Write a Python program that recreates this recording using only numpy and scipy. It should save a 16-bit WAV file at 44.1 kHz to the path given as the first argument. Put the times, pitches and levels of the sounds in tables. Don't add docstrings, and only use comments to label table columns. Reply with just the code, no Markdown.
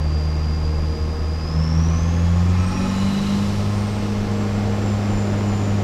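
import sys
import numpy as np
from scipy import signal
from scipy.fft import rfft, irfft, next_fast_len
from scipy.io import wavfile

SR = 44100
rng = np.random.default_rng(int(sys.argv[2]) if len(sys.argv) > 2 else 0)


def store_wav(level_fs):
    pcm = np.round(np.clip(np.atleast_2d(level_fs), -1, 1) * 32767)
    wavfile.write(sys.argv[1], SR, pcm.T.astype(np.int16))


N = 257443

# time in seconds, firings per second.
FIRING_RATE = [(0, 76.2), (0.3, 76.9), (0.9, 77.4), (1.6, 79.1), (2.35, 86.6), (3.2, 99.9), (3.6, 101.3),
               (3.9, 102.9), (4.8, 102.6), (5.84, 101.4)]
# time in seconds, load from 0 to 1.
ENGINE_LOAD = [(0, 0.1), (1.35, 0.03), (1.75, 0.58), (2.35, 0.51), (2.8, 0.85), (3.3, 0.46), (3.6, 0.2),
               (3.9, 0.11), (5.84, 0.15)]
# time in seconds, firing tone in dB, its octave in dB.
BOOM_LEVELS = [(0, -20, -27), (0.8, -21, -30), (1.35, -22, -35), (1.47, -29, -32), (1.58, -17.5, -22.5),
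               (1.69, -23, -22), (1.77, -17.5, -22), (2.12, -20.5, -25), (2.33, -17, -21),
               (2.6, -16.5, -23.5), (2.78, -27.5, -24.5), (3.03, -25.5, -22), (3.22, -38, -22.5),
               (3.35, -27.5, -22), (3.67, -21.3, -26.5), (4, -25, -25.5), (5.84, -21, -26)]
# centre in seconds, depth in dB.
BOOM_DIPS = [(0.97, 7), (1.17, 6), (1.28, 1.5)]
# multiple of the firing rate, base dB at no load and at full load.
ENGINE_ORDERS = [(0.5, -56, -55), (1.5, -55.5, -39), (2.5, -60.5, -42.5), (3, -49.5, -42),
                 (3.5, -53.5, -57), (4, -47.5, -49), (4.5, -47.5, -66.5), (5, -56, -56), (6, -51, -52),
                 (5.5, -72, -52.5), (7, -53.5, -56), (8, -53.5, -59), (11, -51.5, -68), (12, -55, -64),
                 (14, -55, -65), (21, -67, -59)]
# centre in Hz, width in Hz, lift in dB.
CABIN_MODES = [(150.7, 12, 14.5), (241.4, 20.4, 14.5), (279, 10.4, 9.5), (308.5, 16, 4.5), (377, 7.5, 13),
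               (467.3, 16, 12), (509.4, 28, 7.5), (585, 34, 9)]
CYLINDER_KNOCK_DB = [4, -2, -1.5, 5]
# frequency in Hz, relative level in dB.
CLATTER_SPECTRUM = [(200, 15.5), (500, -5), (800, -2), (1250, -4), (1500, -5), (2000, -6.5), (2600, -13),
                    (3300, -15.5), (4300, -27), (6000, -16), (9000, -51), (15000, -55)]
# centre in Hz, width in Hz, lift in dB.
BLOCK_MODES = [(494, 27, 16), (848, 36, 13.5), (941.7, 14, 7), (1055, 86, 10.5), (1154, 114, 5),
               (1262, 38, 8.5), (1352, 97, 3.5), (1760, 80, 5.5), (1700, 40, -0.5), (2138, 41, 8.5),
               (2424, 73, 8.5), (2640, 86, 11.5), (2930, 12, 14)]
# time in seconds, blade tone in Hz.
BLADE_TONE = [(0, 4730), (0.26, 4820), (1.4, 4915), (1.7, 5410), (1.9, 5890), (2.4, 6970), (2.7, 8580),
              (3.0, 10130), (3.25, 10700), (3.5, 10130), (3.85, 8600), (4.35, 7500), (4.8, 7490),
              (5.3, 7300), (5.84, 7300)]
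# pitch in Hz, level at no load in dB.
WHISTLE_TO_CABIN = [(4720, -48), (4795, -42.5), (4870, -44.5), (5100, -41), (6050, -44.5), (6550, -52),
                    (7200, -61), (7500, -57), (7750, -66), (8500, -54.5), (9200, -60.5), (10000, -60),
                    (10700, -64)]
# centre in seconds, half length in seconds, level in dB.
WHISTLE_SWELLS = [(4.88, 0.09, -48.5), (5.177, 0.11, -47), (5.584, 0.24, -47)]
# centre in Hz, width in Hz, level in dB at full load
# and best excitation, blade tone in Hz that excites it most.
PIPE_MODES = [(522, 40, -39.5, 5150), (843, 35, -43, 6100), (1134, 140, -47, 5500), (2390, 20, -48, 7300),
              (3330, 74, -49, 6600), (4970, 130, -46, 6400), (6600, 67, -51, 7800), (1302, 50, -38, 8800),
              (2507, 120, -41, 9040), (5600, 160, -43.5, 8800), (1044, 85, -49, 10200),
              (2926, 74, -41, 10400), (3980, 290, -36.5, 10850), (7070, 420, -47.5, 10000)]
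# frequency in Hz, relative level in dB.
HISS_SPECTRUM = [(1500, -10), (3000, 1.5), (4200, 1.5), (5000, 2.5), (5900, 0), (6600, -5), (7200, -4.5),
                 (8000, -10), (9600, -15), (12000, -17), (14000, -22), (15600, -29)]
# frequency in Hz, relative level in dB.
RUSH_SPECTRUM = [(2500, 12.5), (4500, 4), (6200, -3), (8500, -0.5), (9700, -15), (12000, -11), (14000, -17),
                 (15600, -30)]
# time in seconds, level in dB.
TYRE_LEVEL = [(0, -35), (0.6, -37), (1.5, -36.5), (3.0, -35.5), (4.2, -33.5), (4.65, -29.5), (5.84, -29.5)]
# frequency in Hz, relative level in dB.
TYRE_SPECTRUM = [(100, 11), (250, 8), (380, 2), (600, 4), (800, -3), (1000, -12), (1500, -9), (3000, -16.5),
                 (8000, -74)]
# centre in Hz, width in Hz, lift in dB.
CABIN_AIR_MODES = [(224, 16, -1.5), (365, 54, 7), (607, 41, 1), (771, 50, 8)]
# frequency in Hz, relative level in dB.
RUMBLE_SPECTRUM = [(14, -36), (24, 2), (37, -0.5), (52, -8), (75, -2.5), (130, -13), (220, -11.5),
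                   (400, -59), (800, -41)]

BASE_FIRING_HZ, BASE_TURBO_HZ = 77, 4800


def boom(firings, revs, dip_half_s=0.03):
    first_db, octave_db = in_time(BOOM_LEVELS)
    t, angle = np.arange(N) / SR, 2 * np.pi * firings
    dips_db = sum(db * np.exp(-((t - s) / dip_half_s) ** 2) for s, db in BOOM_DIPS)
    flutter = from_db(0.5 * drift(20) - dips_db)
    first = from_db(first_db) * np.cos(angle)
    lead_rad = 1.5 - 6.5 * revs
    octave = from_db(octave_db + 1.14 * drift(9.9)) * np.cos(2 * angle + lead_rad)
    return np.sqrt(2) * flutter * (first + octave)


def orders(firings, firing_hz, load, waver_db=3, db_per_doubling=8.5):
    tones = 0
    for multiple, light_db, full_db in ENGINE_ORDERS:
        level_db = light_db + load * (full_db - light_db) + lift_db(multiple * firing_hz, CABIN_MODES)
        gain = from_db(level_db + waver_db * drift(5))
        phase = 2 * np.pi * (multiple * firings + rng.random()) + 0.11 * drift(6.4)
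        tones += np.sqrt(2) * gain * np.sin(phase)
    return tones * from_db(db_per_doubling * np.log2(firing_hz / firing_hz.mean()))


def knock(firings, depth):
    strength = from_db(CYLINDER_KNOCK_DB)[firings.astype(int) % len(CYLINDER_KNOCK_DB)]
    return 1 + depth * strength * np.exp(-3.5 * (firings % 1))


def clatter(firings, revs, load, repeat_share=0.35, points=2048):
    cycle_position = firings / len(CYLINDER_KNOCK_DB) % 1
    pattern = np.interp(cycle_position * points, np.arange(points), rng.standard_normal(points))
    rattle = np.sqrt(repeat_share) * rms_one(pattern)
    rattle += np.sqrt(1 - repeat_share) * rng.standard_normal(N)
    level_db = -39.5 + 6 * load + 10 * revs
    return from_db(level_db) * coloured(rattle * knock(firings, depth=0.27), CLATTER_SPECTRUM, BLOCK_MODES)


def turbo_whistle(firings, turbo_hz, spool, load):
    breathy = 0.05 + 0.7 * load + 0.495 * spool
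    patches_db = 1.5 * breathy * drift(5)
    level_db = np.interp(turbo_hz, *np.transpose(WHISTLE_TO_CABIN)) + 4 * load + patches_db
    return from_db(level_db) * whistle(turbo_hz, firings, breathy, throb=0.48, swing_rad=0.7,
                                       width_hz=400, wander_hz=40, flutter_db=1)


def lower_whistle(firings, first_swell_hz=7250, sag_hz_per_s=310):
    t = np.arange(N) / SR
    hz = first_swell_hz - sag_hz_per_s * (t - WHISTLE_SWELLS[0][0])
    swells = sum(from_db(db) * np.exp(-((t - centre) / half) ** 2) for centre, half, db in WHISTLE_SWELLS)
    return swells * whistle(hz, firings, breathy=0.2, throb=0.3, swing_rad=0.45,
                            width_hz=160, wander_hz=25, flutter_db=1.2)


def whistle(hz, firings, breathy, throb, swing_rad, width_hz, wander_hz, flutter_db):
    breathy = np.clip(breathy, 0, 1)
    angle = 2 * np.pi * firings
    phase = 2 * np.pi * turns(hz + wander_hz * breathy * drift(14)) + swing_rad * np.cos(angle)
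    lowpass = signal.butter(2, width_hz / 2, fs=SR, output="sos")
    eddies = signal.sosfilt(lowpass, rng.standard_normal((2, N)))
    breath = rms_one(eddies[0] * np.cos(phase) + eddies[1] * np.sin(phase))
    tone = np.sqrt(2) * np.sin(phase)
    pulse = rms_one((1 + throb * np.sin(angle)) * from_db(flutter_db * drift(9.5)))
    return pulse * (np.sqrt(1 - breathy) * tone + np.sqrt(breathy) * breath)


def pipes(firings, turbo_hz, load, reach_hz=940):
    songs = 0
    for hz, width_hz, level_db, best_hz in PIPE_MODES:
        band = signal.butter(1, [hz - width_hz / 2, hz + width_hz / 2], "band", fs=SR, output="sos")
        gas = rng.standard_normal(N) * knock(firings, depth=1.3)
        song = rms_one(signal.sosfilt(np.vstack([band, band]), gas))
        songs += from_db(level_db) * song / (1 + ((turbo_hz - best_hz) / reach_hz) ** 2)
    return load * songs


def intake(firings, revs, spool):
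    gulps = rng.standard_normal(N) * knock(firings, depth=0.098)
    hiss = from_db(-48 + 5 * spool + 3.5 * revs) * coloured(gulps, HISS_SPECTRUM)
    rush = from_db(-72 + 24.5 * spool) * coloured(rng.standard_normal(N), RUSH_SPECTRUM)
    return reflections(hiss + rush)


def reflections(x, echo_db=-9, count=80):
    lags = (rng.uniform(0.002, 0.045, count) * SR).astype(int)
    echoes = sum((-1) ** k * np.pad(x, (lag, 0))[:N] for k, lag in enumerate(lags)) / np.sqrt(count)
    return (x + from_db(echo_db) * echoes) / np.sqrt(1 + from_db(echo_db) ** 2)


def road():
    roar_db, = in_time(TYRE_LEVEL)
    bumps = from_db(0.9 * drift(25))
    roar = from_db(roar_db) * coloured(rng.standard_normal(N) * bumps, TYRE_SPECTRUM, CABIN_AIR_MODES)
    rumble = from_db(-30.5) * coloured(rng.standard_normal(N), RUMBLE_SPECTRUM)
    return roar + rumble


def from_db(db):
    return 10 ** (np.asarray(db) / 20)


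def rms_one(x):
    return x / np.sqrt(np.mean(x ** 2) + 1e-20)


def in_time(rows):
    seconds, *columns = np.transpose(rows)
    return [np.interp(np.arange(N) / SR, seconds, column) for column in columns]


def turns(hz):
    return np.cumsum(hz) / SR


def lift_db(hz, modes):
    return sum(db / (1 + (2 * (hz - centre) / width) ** 2) for centre, width, db in modes)


def coloured(x, spectrum, modes=()):
    size = next_fast_len(N)
    hz = np.maximum(np.arange(size // 2 + 1) * SR / size, 1)
    points_hz, levels_db = np.transpose(spectrum)
    gain = from_db(np.interp(np.log(hz), np.log(points_hz), levels_db) + lift_db(hz, modes))
    roll_off = 1 / (1 + (points_hz[0] / hz) ** 4) / (1 + (hz / points_hz[-1] / 2) ** 4)
    return rms_one(irfft(rfft(x, size) * gain * roll_off, size)[:N])


def drift(rate_hz, step=20, settle=4000):
    pole = np.exp(-2 * np.pi * rate_hz * step / SR)
    noise = rng.standard_normal(N // step + settle + 2)
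    slow = signal.lfilter([1], [1, -2 * pole, pole * pole], noise)[settle:]
    return np.interp(np.arange(N) / step, np.arange(len(slow)), rms_one(slow))


def scene():
    firing_hz, = in_time(FIRING_RATE)
    load, = in_time(ENGINE_LOAD)
    turbo_hz, = in_time(BLADE_TONE)
    firings = turns(firing_hz)
    revs = np.log2(firing_hz / BASE_FIRING_HZ)
    spool = np.log2(turbo_hz / BASE_TURBO_HZ)
    engine = boom(firings, revs) + orders(firings, firing_hz, load) + clatter(firings, revs, load)
    turbo = turbo_whistle(firings, turbo_hz, spool, load) + lower_whistle(firings)
    air = intake(firings, revs, spool) + pipes(firings, turbo_hz, load)
    return (engine + turbo + air + road())[None]


def record(dry, cutoff_hz=15700):
    return signal.sosfilt(signal.ellip(10, 0.1, 80, cutoff_hz, fs=SR, output="sos"), dry)


dry = scene()
out = record(dry)
store_wav(out)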